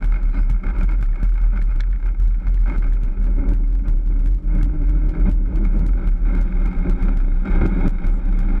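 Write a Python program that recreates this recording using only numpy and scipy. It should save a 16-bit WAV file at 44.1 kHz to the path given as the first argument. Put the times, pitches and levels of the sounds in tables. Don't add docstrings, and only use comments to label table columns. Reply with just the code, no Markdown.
import sys
import numpy as np
from scipy import signal
from scipy.fft import rfft, irfft
from scipy.io import wavfile
from scipy.ndimage import uniform_filter1d

SR = 44100
rng = np.random.default_rng(int(sys.argv[2]) if len(sys.argv) > 2 else 0)


def digitize_waveform(pressure):
    field = np.atleast_2d(pressure).T
    bounded = np.clip(field, -1, 1)
    quanta = np.round(bounded * 32767).astype(np.int16)
    wavfile.write(sys.argv[1], SR, quanta)


N = 379260
T = np.arange(N) / SR
BINS = np.fft.rfftfreq(8192, 1 / SR)

# t/s, f/Hz
SWING_PITCH = [(0, 38.1), (6.0, 38.56), (7.6, 33.2), (8.6, 34.47)]
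# t/s, dip of the swing just before/dB
FRAME_JOLTS = [(0.0399, 16.5), (0.24, 11), (0.387, 9), (0.67, 19), (0.788, 13.5), (1.2317, 10),
               (1.438, 3.5), (2.052, 9.5), (2.1975, 10.5), (2.471, 14), (2.7809, 11.5), (3.199, 14.5),
               (3.491, 10), (3.8928, 8), (4.071, 8.5), (4.462, 24), (4.789, 8), (5.19, 18.5),
               (5.5566, 10.5), (6.072, 10), (6.231, 10.5), (6.55, 11.5), (6.781, 16), (6.8974, 13.5),
               (7.026, 13), (7.513, 19), (8.0675, 9.5), (8.257, 12)]
# t/s, level/dB
CRESTS = [(0.045, -49.5), (0.5002, -50), (0.5118, -53.5), (0.7863, -53), (0.8329, -50), (0.9122, -54),
          (1.0135, -55.5), (1.0271, -51), (1.2318, -49), (1.625, -53.5), (1.761, -56), (2.2005, -54),
          (2.2801, -57.5), (2.4828, -55.5), (2.5442, -53.5), (2.783, -53.5), (2.9356, -53.5), (3.035, -52),
          (3.243, -54.5), (3.4896, -52.5), (3.536, -51.5), (3.8837, -51), (4.2613, -51.5), (4.632, -46.5),
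          (4.8946, -56.5), (5.094, -53), (5.298, -55), (5.316, -51.5), (5.559, -51), (5.6517, -55),
          (5.7939, -54), (5.866, -49), (6.0753, -51.5), (6.3528, -53), (6.4145, -50.5), (6.6615, -52),
          (6.8982, -48), (7.0269, -50.5), (7.1733, -53), (7.6644, -49), (7.8804, -44.5), (8.0692, -50.5),
          (8.3912, -48.5)]
# t/s, level/dB
SEAMS = [(0.508, -20.5), (0.842, -15.5), (1.231, -16.5), (2.783, -13.5), (5.283, -12), (7.639, -6)]
# t/s, drone level/dB, chatter level/dB
ROAD_LEVELS = [(0, -39.5, -46.5), (1.1, -44.5, -51), (2.6, -44.5, -53.5), (3.3, -34, -49.5),
               (3.65, -37.5, -55), (4.38, -40.5, -61.5), (4.6, -35, -51.5), (5.05, -33.5, -48),
               (5.36, -35.5, -57.5), (5.48, -33.5, -50.5), (5.8, -33.5, -47), (6.15, -39.5, -52),
               (6.7, -31.5, -41), (7.3, -35.5, -48), (8.2, -34, -47.5), (8.6, -28.5, -40.5)]
# t/s, length/s, rise of the drone/dB, rise of the chatter/dB
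ROUGH_PATCHES = [(0.015, 0.022, 3, 4), (0.13, 0.069, 0, 6), (0.349, 0.048, 9, 9), (0.636, 0.075, 8.5, 9),
                 (0.739, 0.099, 9, 8.5), (0.896, 0.046, 6.5, 8.5), (0.996, 0.033, 6.5, 1),
                 (1.162, 0.093, 3.5, 7.5), (1.367, .1, 2, 6), (1.532, 0.06, 9, 11), (1.689, 0.12, 2, 7),
                 (2.04, 0.063, 3, 8), (2.417, 0.06, 9, 4.5), (2.668, 0.083, 10.5, 13.5),
                 (2.829, 0.041, 5.5, 10.5), (3.39, 0.14, 7, 6), (3.855, 0.039, 6, 10.5), (4.104, .18, 4, 7),
                 (4.489, 0.13, 4.5, 8), (5.139, 0.088, 4.5, 8.5), (5.258, 0.037, 12, 14),
                 (5.519, 0.15, 4.5, 2), (5.733, 0.12, 6, 1), (5.981, 0.1, 5.5, 7), (6.258, 0.14, 7, 8),
                 (6.851, 0.051, 7, 2.5), (6.997, .13, 4, 4), (7.456, 0.145, 9.5, 12), (7.617, 0.04, 15, 13),
                 (7.683, .11, 7.5, 8.5), (7.81, 0.06, 12.5, 11), (8.022, 0.055, 3, 7)]
# t/s, f/Hz, level against the drone/dB
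TREAD_HUM = [(0, 98.4, -4.5), (2.9, 98.44, -13), (3.45, 143.9, -5.5), (3.8, 138.5, -7.5), (4.5, 147.1, 1.5),
             (5.0, 152, 3.5), (5.4, 153, -6), (6.2, 174.1, -2), (7.0, 178, -1.5), (8.6, 178.3, -10.5)]
# multiple of the pitch, level/dB
TREAD_TONES = [(1, 3), (2, 0), (3, -10.5), (4, -4.5)]
# f/Hz, width/Hz, level/dB
FRAME_RING = [(63, 38.3, 3.5), (175, 30.5, -3.5), (195.3, 23.2, 2), (267, 20.2, -1.5), (315, 86, -8),
              (385.7, 46, -15), (559.5, 76, -17.5), (868, 184, -25.5)]
# f/Hz, width/Hz, level/dB
FITTING_RING = [(203, 170, -13.5), (607, 92, 1), (794, 100, 2.5), (936, 170, 1), (1342, 220, 4.5),
                (1520, 129, 2.5), (1660, 220, -9), (2171, 97, 4), (2409, 151, -5.5), (3110, 530, -22.5),
                (3810, 120, -21.5), (4380, 260, -28), (5080, 770, -32), (7360, 2400, -41)]
# f/Hz, width/Hz, depth/dB
FITTING_DEAD_SPOTS = [(720, 38, 5), (1047, 55, 5)]
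# t/s, level/dB
FITTING_KNOCKS = [(0.0253, -29.5), (0.1226, -32.5), (0.1422, -31.5), (0.3451, -35), (0.4958, -35.5),
                  (0.5457, -43.5), (0.6395, -38), (0.6667, -30.5), (0.686, -32), (0.704, -34),
                  (0.8104, -28.5), (0.8913, -32.5), (0.9193, -33), (1.0276, -33.5), (1.1575, -35.5),
                  (1.3543, -40.5), (1.3783, -36), (1.5748, -33.5), (2.0273, -40.5), (2.4693, -33),
                  (2.6594, -34), (2.6803, -31.5), (2.699, -30.5), (2.722, -33), (2.761, -33), (2.8222, -37),
                  (2.8424, -33.5), (5.6515, -32), (6.656, -35), (7.084, -30), (7.2022, -34.5),
                  (7.4544, -31), (7.4748, -35), (7.657, -27.5), (7.9847, -35.5)]
# t/s, peak level/dB
SNAP_TICKS = [(1.058, -38.5), (1.131, -37), (1.231, -40), (1.617, -30.5), (1.8064, -20.5), (1.836, -34),
              (1.929, -35.5), (1.9604, -36), (2.345, -38), (2.5763, -38.5), (2.9233, -37.5), (2.9552, -42)]
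# f/Hz, width/Hz, level/dB
SNAP_RESONANCES = [(900, 600, -4), (1710, 280, 13.5), (2177, 220, 5.5), (3400, 390, -11.5),
                   (4100, 300, -16.5), (5660, 1500, -32.5)]
# t/s, level against the chatter/dB
WHINE_RISE = [(3, -25), (6.0, -14), (6.6, -12), (8.6, -9)]
# f/Hz, width/Hz, level/dB
GEAR_RING = [(794, 20, 1.5), (3340, 95, -26.5), (3720, 120, -25), (7500, 290, -45)]
# t/s, length/s, start f/Hz, settled f/Hz, level/dB, roughness as a share of the pitch
METAL_SQUEAKS = [(0.29, 0.075, 3800, 4330, -71, .006), (0.314, 0.1, 3870, 4130, -62, .005),
                 (0.329, 0.135, 4630, 4830, -65, .004), (0.301, 0.195, 4480, 5300, -67, .012),
                 (0.31, 0.17, 7500, 7850, -72, .022), (8.099, 0.11, 8060, 7440, -66, .04)]
# f/Hz, level/dB
CRACKLE_COLOUR = [(300, 1), (1500, 3), (3000, -6), (5000, -10.5), (9000, -16.5), (13000, -21), (16000, -31)]


def shudder(drift=0.0805, uneven_db=1.0, buzz_db=-23):
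    db = uniform_filter1d(swing_db(), SR // 60) + uneven_db * wander(10)
    weakness = np.minimum(gain_of(np.median(db) - db), 3)
    hz = curves(SWING_PITCH)[0] * (1 + drift * weakness * wander(12))
    swing = np.sqrt(2) * np.sin(phase_of(hz))
    buzz = evened(through(rng.standard_normal(N), ring([(92, 55, 0)])))
    return gain_of(db) * (swing + gain_of(buzz_db) * buzz)


def swing_db(level_db=-14.5, sag_db_per_s=5, lead_s=0.042, dip_s=0.02, throw_db=1.5, throw_s=0.017):
    t = T[::SR // 1000]
    from_jolt, dip = t, 0
    for s, dip_db in FRAME_JOLTS:
        from_jolt = np.where(t > s - lead_s, abs(t - s), from_jolt)
        dip = dip + dip_db * np.exp(-.5 * ((t - s + lead_s) / dip_s) ** 2)
    throw = throw_db * np.exp(-from_jolt / throw_s)
    return np.interp(T, t, level_db + throw - sag_db_per_s * from_jolt - dip)


def thumps():
    return thuds(CRESTS, gain_db=31, hz=95, width_hz=90) + thuds(SEAMS, gain_db=-6, hz=155, width_hz=94)


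def thuds(rows, gain_db, hz, width_hz):
    out, thud = np.zeros(N), ring([(hz, width_hz, 0)])
    peak_s = np.argmax(thud) / SR
    for s, db in rows:
        add(out, s - peak_s, gain_of(db + gain_db) * rng.choice([-1, 1]) * thud / thud.max())
    return out


def drone(lumpy_db=1.5, waver=0.02457, grain_db=2, hum_db=-1):
    db, _ = road()
    pitch, share_db = curves(TREAD_HUM)
    frame, lumps = ring(FRAME_RING), gain_of(lumpy_db * wander(25))
    grain = steadied(through(lumps * rng.standard_normal(N), frame), span_s=0.14)
    phase = phase_of(pitch * (1 + waver * wander(25)))
    tread = sum(gain_of(tone_db + 2 * wander(4.4)) * np.sin(k * phase) for k, tone_db in TREAD_TONES)
    hum = steadied(through(lumps * tread, frame), span_s=0.24)
    return gain_of(db) * (gain_of(grain_db) * grain + gain_of(share_db + hum_db) * hum)


def road(rise_s=0.013, fall_s=0.025):
    drone_db, chatter_db = curves(ROAD_LEVELS)
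    for s, length, drone_rise, chatter_rise in ROUGH_PATCHES:
        on = np.clip(np.minimum(1 + (T - s) / rise_s, 1 - (T - s - length) / fall_s), 0, 1)
        drone_db += drone_rise * on
        chatter_db += chatter_rise * on
    return drone_db, chatter_db


def chatter(taps_per_s=80, scrape_s=0.0024, rub_db=0.5, rub_follow=0.43, gain_db=-1.5):
    drone_db, db = road()
    scrape = np.exp(-T[:SR // 30] / scrape_s)
    contact = evened(np.sqrt(abs(through(clicks(taps_per_s, spread_db=4) ** 2, scrape))))
    pressure = gain_of(rub_db + rub_follow * (drone_db - drone_db.mean()))
    taps = through(contact * rng.standard_normal(N), fittings(tilt_db=1.5))
    rub = through(pressure * whirred(rng.standard_normal(N)), fittings(tilt_db=0))
    return gain_of(db + gain_db) * steadied(taps + rub, span_s=0.07)


def whirred(x, repeat=0.34, waver=.02):
    period = 1 / (curves(TREAD_HUM)[0] * (1 + waver * wander(5)))
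    return evened(x + repeat * np.interp(T - period, T, x))


def fittings(tilt_db):
    modes = [(hz, width, db + tilt_db * np.log2(hz)) for hz, width, db in FITTING_RING]
    body = ring(modes, FITTING_DEAD_SPOTS)
    return body / np.linalg.norm(body)


def knocks(gain_db=20, grit=0.087, scrape_s=0.0062):
    out, t, body = np.zeros(N), T[:SR // 30], fittings(tilt_db=2.5)
    for s, db in FITTING_KNOCKS:
        force = (t == 0) + grit * np.exp(-t / scrape_s) * rng.standard_normal(len(t))
        knock = signal.fftconvolve(force, body)
        add(out, s, gain_of(db + gain_db) * knock / np.linalg.norm(knock))
    return out


def snaps(brighten=0.89, bounce_s=0.00041, uneven=0.11, fall_db=11, tail_db=-30, tail_s=0.0066):
    out, t = np.zeros(N), T[:SR // 40]
    usual_db = np.median([db for _, db in SNAP_TICKS])
    for s, db in SNAP_TICKS:
        tilt_db = brighten * (db - usual_db)
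        body = ring([(hz, width, level + tilt_db * np.log2(hz)) for hz, width, level in SNAP_RESONANCES])
        force = gain_of(tail_db) * np.exp(-t / tail_s) * rng.standard_normal(len(t))
        for k in range(3):
            add(force, bounce_s * (k + uneven * rng.standard_normal()), gain_of([-fall_db * k]))
        tick = signal.fftconvolve(force, body)
        add(out, s, gain_of(db) * tick / abs(tick).max())
    return out


def whine():
    _, chatter_db = road()
    sing = steadied(through(rng.standard_normal(N), ring(GEAR_RING)), span_s=0.18)
    return gain_of(chatter_db + curves(WHINE_RISE)[0]) * sing


def squeaks(settle=0.79, rough_hz=500, gain_db=-1):
    out = np.zeros(N)
    for s, length, start_hz, settled_hz, db, rough in METAL_SQUEAKS:
        progress = np.clip((T - s) / length, 0, 1)
        slide = np.sin(np.pi * progress / settle / 2)
        hz = (start_hz + (settled_hz - start_hz) * slide) * (1 + rough * wander(rough_hz))
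        out += gain_of(db + gain_db) * np.sin(np.pi * progress) * np.sin(phase_of(hz))
    return out


def crackle(x, threshold=0.23, sink_per_s=0.98, between=0.22, patchy_db=4, click_db=-63, hiss_db=-76):
    recent_peak = np.maximum.accumulate(np.maximum(abs(x), threshold) + sink_per_s * T) - sink_per_s * T
    on_crest = 1. * (abs(x) > .95 * recent_peak)
    crest = np.sqrt(abs(uniform_filter1d(on_crest, SR // 400)))
    force = (crest + between) * gain_of(patchy_db * np.minimum(wander(40), 1))
    ticks = gain_of(click_db) * evened(clicks(per_s=3500, spread_db=7) * force)
    hiss = gain_of(hiss_db) * rng.standard_normal(N)
    hz, db = np.transpose(CRACKLE_COLOUR)
    colour = blow_response(gain_of(np.interp(np.log(BINS + 1), np.log(hz), db)))
    return through(ticks + hiss + crest_bursts(), colour / np.linalg.norm(colour))


def crest_bursts(gain_db=5, width_s=0.0015, click_share=0.13, fall_db=6):
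    out, t = np.zeros(N), T[:SR // 125]
    half_swing_s = .5 / curves(SWING_PITCH)[0].mean()
    swell = np.exp(-.5 * ((t - t.mean()) / width_s) ** 2)
    for s, db in CRESTS:
        for k in range(3):
            burst = evened(swell * rng.standard_normal(len(t)) * (rng.random(len(t)) < click_share))
            add(out, s - t.mean() + k * half_swing_s, gain_of(db + gain_db - fall_db * k) * burst)
    return out


def ring(modes, dead_spots=()):
    power = sum((gain_of(db) / (1 + 2 * ((BINS - hz) / width) ** 2)) ** 2 for hz, width, db in modes)
    hollow_db = sum(db / (1 + ((BINS - hz) / width) ** 2) for hz, width, db in dead_spots)
    return blow_response(np.sqrt(power) * gain_of(-hollow_db))


def blow_response(gain):
    cepstrum = irfft(np.log(gain / gain.max() + 1e-6))
    half = len(cepstrum) // 2
    cepstrum[1:half] *= 2
    cepstrum[half + 1:] = 0
    return irfft(np.exp(rfft(cepstrum)))[:half]


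def through(x, response):
    return signal.oaconvolve(x, response)[:N]


def clicks(per_s, spread_db):
    size = gain_of(spread_db * np.minimum(rng.exponential(1, N), 3))
    return size * rng.choice([-1, 1], N) * (rng.random(N) < per_s / SR)


def wander(rate_hz):
    hz = np.fft.rfftfreq(N, 1 / SR)
    return evened(irfft(rfft(rng.standard_normal(N)) / (1 + (hz / rate_hz) ** 4), N))


def steadied(x, span_s):
    return x / np.sqrt(abs(uniform_filter1d(x ** 2, int(span_s * SR))) + 1e-12)


def evened(x):
    return x / np.sqrt(np.mean(x ** 2) + 1e-20)


def gain_of(db):
    return 10 ** (np.asarray(db) / 20)


def phase_of(hz):
    return 2 * np.pi * np.cumsum(hz) / SR


def curves(rows):
    s, *columns = np.transpose(rows)
    return [np.interp(T, s, column) for column in columns]


def add(mix, s, sound):
    part = mix[max(round(s * SR), 0):][:len(sound)]
    part += sound[:len(part)]


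def scene():
    return (shudder() + thumps() + drone() + chatter() + knocks() + whine() + snaps() + squeaks())[None]


def record(dry, fade_s=.02, top_hz=15600):
    fade = np.minimum(np.minimum(T, T[::-1]) / fade_s, 1)
    wet = (dry[0] + crackle(dry[0])) * fade
    treble_cut = signal.firwin(511, top_hz, window=("kaiser", 9), fs=SR)
    return signal.oaconvolve(wet, treble_cut, "same")[None]


dry = scene()
out = record(dry)
digitize_waveform(out)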